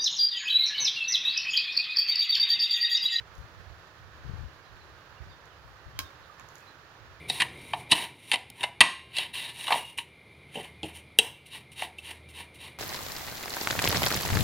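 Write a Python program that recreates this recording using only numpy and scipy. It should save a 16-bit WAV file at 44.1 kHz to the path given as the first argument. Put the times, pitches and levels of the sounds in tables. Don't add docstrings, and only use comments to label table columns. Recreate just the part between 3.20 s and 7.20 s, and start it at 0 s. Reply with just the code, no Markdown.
import sys
import numpy as np
from scipy import signal
from scipy.fft import rfft, irfft
from scipy.io import wavfile
from scipy.ndimage import uniform_filter1d

SR = 44100
rng = np.random.default_rng(int(sys.argv[2]) if len(sys.argv) > 2 else 0)


def file_out(sig):
    cols = np.atleast_2d(sig).T
    lim = np.clip(cols, -1, 1)
    pcm = np.round(lim * 32767).astype(np.int16)
    wavfile.write(sys.argv[1], SR, pcm)


N = 176400
TIME_S = np.arange(N) / SR
CONTROL_S = np.arange(0, N / SR + .01, .002)

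# f/Hz, left/dB, right/dB
WASH_SPECTRUM = [(24.5, -27, -10), (90, -4, 2.5), (155.6, -1, -0.5), (217, -17, -10.5), (320, -9, -3.5),
                 (526, -5.5, -3.5), (764, -8, -3.5), (1030, -6, -1.5), (1170, -8.5, 1.4), (1794, -11, 0.15),
                 (2035, -13, -7), (3110, -15.5, -10.5), (4450, -20.5, -12), (7060, -26.5, -22.5),
                 (8050, -35.5, -36.5), (11500, -32, -31), (15800, -32, -32)]
# t/s, gain/dB
WASH_SWELL = [(0, 0.5), (.5, 1), (.9, 0), (1.22, 2.5), (1.42, 0), (1.8, 0.9), (2.35, -0.35), (3.2, 0.96),
              (4, 0.1)]
# f/Hz, correlation
WASH_COHERENCE = [(50, 0.99), (140, 0.93), (600, 0.87), (1400, 0.42), (3000, 0), (15000, 0.028)]
# t/s, level/dB
BREEZE_LEVEL = [(0, -59.5), (.9, -61.5), (1.9, -61), (2.9, -59), (3.45, -73.5), (4, -59)]
# t/s, length/s, level/dB, port (-1 left, 1 right)
PORT_GUSTS = [(-.01, 0.017, -42, 1), (0.163, 0.044, -38.5, -1), (0.233, .014, -44.5, -1),
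              (0.359, 0.047, -46, 1), (0.446, 0.08, -43, 1), (1.034, 0.048, -37, -1),
              (1.087, 0.0066, -28, -1), (1.13, 0.014, -31.5, -1), (1.152, 0.11, -35, -1),
              (1.998, 0.022, -36.5, 1), (2.049, 0.02, -44, 1), (2.442, 0.019, -47, -1),
              (2.658, 0.018, -40, -1), (2.723, 0.12, -45.5, -1), (2.724, 0.12, -46, 1),
              (3.795, .04, -49.5, 1)]
# f/Hz, gain/dB
WIND_SPECTRUM = [(20, -49.5), (45, -8.5), (65, 4), (105, 0), (160, -18.5), (230, -28.5), (500, -39),
                 (1500, -75)]
# centre t/s, half width/s, level/dB
DRAGS = [(0.187, 0.055, -71.5), (2.485, 0.063, -74), (3.117, .08, -77), (3.385, 0.11, -70)]
# f/Hz, gain/dB
RUSTLE_SPECTRUM = [(1000, -9), (5500, -1), (8500, -3), (13500, 3), (16000, -6)]
# t/s, level/dB, body gain/dB, ping f/Hz
SPLINTER_SNAPS = [(0.153, -30, -7, 6500), (0.181, -32, -12, 6330), (2.9043, -44, 14, 6000),
                  (2.2563, -32, -16, 6540), (2.802, -17, 0, 5900), (2.8064, -26, -5, 6300),
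                  (3.1967, -23.5, 3, 6900), (3.2092, -33.5, 13, 6700), (3.2876, -25, -3, 6540),
                  (3.355, -21.5, -18, 6610), (3.3825, -28, -16, 6960), (3.4052, -33, -14, 6800)]
# f/Hz, gain/dB
SNAP_SPECTRUM = [(500, -39), (4000, -8), (6000, -7), (8200, -5), (12000, -8.5), (16000, -18)]
# f/Hz, gain/dB
BODY_SPECTRUM = [(200, -9), (700, 1.5), (1080, 14), (1500, 6), (3300, 0), (5500, -14), (9000, -52)]
# f/Hz, gain/dB
SPLINTER_LEFT = [(1000, -18), (6500, -9.5), (11000, 2), (16000, 4)]
# f/Hz, phase/rad
LEFT_LAG = [(100, 1.5), (2000, 1), (4500, 2.5), (8000, 3.1), (13000, 1.8)]
# delay/s, gain/dB
YARD_ECHOES = [(.0067, -22), (0.012, -26), (0.0136, -20), (.0182, -41)]
# f/Hz, T60/s
YARD_DECAY = [(200, 0.36), (1200, 0.51), (4000, 0.27), (15000, 0.27)]
# f/Hz, gain/dB
SCATTER_SPECTRUM = [(1100, 4.5), (1700, 6.5), (2200, -8), (2900, 0), (4500, 0), (14000, -2)]
# t/s, length/s, start f/Hz, middle f/Hz, end f/Hz, level/dB
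BIRD_CHIRPS = [(1.421, 0.032, 4750, 4850, 4940, -60.5), (1.447, 0.029, 4350, 3980, 3680, -57),
               (1.592, .045, 4400, 4040, 3900, -56), (1.96, 0.033, 2850, 2840, 2860, -55),
               (2.087, 0.035, 4620, 4680, 4660, -59), (2.104, 0.0374, 4000, 3620, 3500, -55),
               (2.287, 0.064, 3700, 3050, 2800, -59), (2.75, 0.038, 3040, 3150, 3260, -56),
               (2.81, 0.087, 3720, 3680, 3550, -54), (3.022, 0.036, 4580, 3850, 3470, -54.5),
               (3.093, 0.018, 1180, 1228, 1260, -43.5), (3.39, 0.073, 2700, 2550, 2510, -57),
               (3.463, 0.042, 3690, 4070, 4030, -51)]
# t/s, level/dB
CRACK_FRACTURES = [(2.79, -5.5), (2.7913, -9.5), (2.7914, -11), (2.7943, -18.5)]
# f/Hz, left/dB, right/dB
CRACK_SPECTRUM = [(80, -34, -17), (305, 3, 4.5), (590, -21, -11.5), (1130, -10, 0), (1830, -8, -5.5),
                  (2240, -6, 4.5), (3280, 0.5, 4.5), (5230, -1, 4), (6850, -7.5, -0.5), (7650, -7.5, -8),
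                  (11400, -7, -9.5), (13400, 0.5, -7), (16000, -5, -8)]
# f/Hz, left/dB, right/dB, T60/s
BRANCH_MODES = [(1073, -37.5, -41.5, 0.088), (1594, -41, -36.5, .05), (2267, -21.5, -22.5, 0.016),
                (3330, -42, -29, .014), (3810, -36, -37, .014), (4830, -34, -34, 0.011)]
# t/s, level/dB
TOOTH_KNOCKS = [(2.906, -24.5), (3.1972, -25)]


def amp(db):
    return 10 ** (np.asarray(db) / 20)


def unit(x):
    return x / np.sqrt(np.mean(x ** 2) + 1e-20)


def decay(t_s, t60_s):
    return np.exp(-np.log(1000) * t_s / t60_s)


def read(points, hz, column=1):
    table = np.array(points, float)
    return np.interp(np.log(hz + 1), np.log(table[:, 0] + 1), table[:, column])


def add(mix, t_s, sound):
    part = mix[max(round(t_s * SR), 0):][:len(sound)]
    part += sound[:len(part)]


def convolve(x, response):
    return signal.oaconvolve(np.atleast_2d(x), np.atleast_2d(response), axes=1)[:, :N]


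def colour(x, spectrum, column=1, size=4096):
    log_gain = np.log(amp(read(spectrum, abs(np.fft.fftfreq(size, 1 / SR)), column)))
    response = np.fft.ifft(np.exp(np.conj(signal.hilbert(log_gain)))).real
    return convolve(x, response[:size // 2])[0]


def whiten(x):
    return irfft(np.exp(1j * np.angle(rfft(x))))


def drift(cutoff_hz):
    hz = np.fft.rfftfreq(len(CONTROL_S), CONTROL_S[1])
    noise = rfft(rng.standard_normal(len(CONTROL_S)))
    return unit(irfft(noise / (1 + (hz / cutoff_hz) ** 4) * (hz > 0), len(CONTROL_S)))


def wash(level_db=-53, flutter_db=0.65):
    hz = np.fft.rfftfreq(N, 1 / SR)
    left, independent = rng.standard_normal((2, len(hz))) + 1j * rng.standard_normal((2, len(hz)))
    coherence = read(WASH_COHERENCE, hz)
    right = coherence * left + np.sqrt(1 - coherence ** 2) * independent
    gains = amp([read(WASH_SPECTRUM, hz, port) for port in (1, 2)])
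    noise = unit(irfft(np.array([left, right]) * gains, N))
    swell_db = np.interp(CONTROL_S, *np.transpose(WASH_SWELL)) + flutter_db * drift(30)
    return noise * np.interp(TIME_S, CONTROL_S, amp(level_db + swell_db))


def wind(swing_db=5.5, min_rise_s=0.0042, rise_share=0.31, fall_s=0.021):
    ports = []
    for side in (-1, 1):
        level = amp(np.interp(CONTROL_S, *np.transpose(BREEZE_LEVEL)) + swing_db * drift(6.4))
        for t_s, length_s, db, port in PORT_GUSTS:
            if port == side:
                age_s = CONTROL_S - t_s
                rise_s = min_rise_s + rise_share * length_s
                rise = np.sin(np.pi / 2 * np.clip(age_s / rise_s, 0, 1)) ** 2
                fall = np.exp(-np.maximum(age_s - length_s, 0) / fall_s)
                level = np.hypot(level, amp(db) * rise * fall)
        eddies = colour(rng.standard_normal(N), WIND_SPECTRUM)
        local_power = uniform_filter1d(uniform_filter1d(eddies ** 2, size=700), size=700)
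        ports.append(np.interp(TIME_S, CONTROL_S, level) * eddies / np.sqrt(local_power))
    return np.array(ports)


def rustle(grains_per_s=2500):
    level = sum(amp(db) * np.exp(-np.minimum(((CONTROL_S - t_s) / half_s) ** 2, 20))
                for t_s, half_s, db in DRAGS)
    grains = rng.standard_normal((2, N)) * (rng.random((2, N)) < grains_per_s / SR)
    ticks = np.array([unit(colour(port, RUSTLE_SPECTRUM)) for port in grains])
    return np.interp(TIME_S, CONTROL_S, level) * ticks


def tear(decay_s=0.0006, rise_s=0.00037, size=512):
    t_s = TIME_S[1:size + 1]
    envelope = (1 - np.exp(-t_s / rise_s)) * np.exp(-t_s / decay_s)
    burst = rng.standard_normal(size) * envelope
    for _ in range(5):
        burst = whiten(burst)
        burst *= envelope / np.sqrt(abs(uniform_filter1d(burst ** 2, size=24)) + 1e-12)
    return burst / np.linalg.norm(burst)


def splinters(ping_db=-11, ping_t60_s=0.003):
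    thin, pings, woody = np.zeros((3, N))
    for t_s, db, body_db, hz in SPLINTER_SNAPS:
        burst = amp(db) * tear(decay_s=0.00055)
        age_s = TIME_S[:len(burst)]
        ping = amp(ping_db) * decay(age_s, ping_t60_s) * np.sin(2 * np.pi * hz * age_s)
        add(thin, t_s, burst)
        add(pings, t_s, np.convolve(burst, ping))
        add(woody, t_s, amp(body_db) * burst)
    right = colour(thin, SNAP_SPECTRUM) + pings + colour(woody, BODY_SPECTRUM)
    return np.array([colour(right, SPLINTER_LEFT), right])


def tail(t60_table, size=256):
    hz, t_s, bands = signal.stft(rng.standard_normal((2, SR // 2)), SR, nperseg=size)
    bands = bands * decay(t_s, read(t60_table, hz)[:, None])
    response = signal.istft(bands, SR, nperseg=size)[1]
    return response / np.linalg.norm(response[0])


def yard(x, tail_db=-10.5, near_db=-6, near_t60_s=0.125):
    diffuse = amp(tail_db) * tail(YARD_DECAY) + amp(near_db) * tail([(1, near_t60_s)])
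    early = np.zeros(SR // 8)
    early[0] = 1
    for delay_s, db in YARD_ECHOES:
        add(early, delay_s, amp([db]))
    scatter = np.array([colour(port, SCATTER_SPECTRUM) for port in convolve(x, diffuse)])
    return convolve(x, early) + scatter


def birds(gain_db=-0.5, left_db=-16, waver_depth=0.022, t60_s=0.23):
    song = np.zeros(N)
    waver = 1 + waver_depth * drift(290)
    for t_s, length_s, start_hz, middle_hz, end_hz, db in BIRD_CHIRPS:
        age_s = np.arange(0, length_s, 1 / SR)
        progress = age_s / length_s
        glide = np.polyfit([0, .5, 1], [start_hz, middle_hz, end_hz], 2)
        hz = np.polyval(glide, progress) * np.interp(t_s + age_s, CONTROL_S, waver)
        add(song, t_s, amp(db) * np.sin(np.pi * progress) * np.sin(2 * np.pi * np.cumsum(hz) / SR))
    blur = convolve(song, tail([(1, t60_s)]))
    return amp(gain_db) * (song + blur) * amp([[left_db], [0]])


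def branch_ring(port):
    t_s = TIME_S[:SR // 4]
    return sum(amp(left_db if port == 1 else right_db) * decay(t_s, t60_s) * np.cos(2 * np.pi * hz * t_s)
               for hz, left_db, right_db, t60_s in BRANCH_MODES)


def crack(size=1024):
    start_s = CRACK_FRACTURES[0][0]
    burst = np.zeros(size)
    force, knocks = np.zeros((2, N))
    for t_s, db in CRACK_FRACTURES:
        add(burst, t_s - start_s, amp(db) * tear())
    add(force, start_s, np.linalg.norm(burst) * whiten(burst)[:size // 2])
    for t_s, db in TOOTH_KNOCKS:
        add(knocks, t_s, amp(db) * tear())
    breaking = np.array([colour(force, CRACK_SPECTRUM, port) for port in (1, 2)])
    ringing = np.array([convolve(force + knocks, branch_ring(port))[0] for port in (1, 2)])
    return breaking + ringing


def scene():
    left, right = crack() + splinters()
    lag_rad = read(LEFT_LAG, np.fft.rfftfreq(N, 1 / SR))
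    left = irfft(rfft(left) * np.exp(-1j * lag_rad), N)
    return yard(np.array([left, right])) + rustle() + birds() + wash() + wind()


def record(dry, cutoff_hz=16050):
    lowpass = signal.firwin(401, cutoff_hz, window=("kaiser", 8), fs=SR)
    return signal.oaconvolve(dry, lowpass[None], "same")


dry = scene()
out = record(dry)
file_out(out)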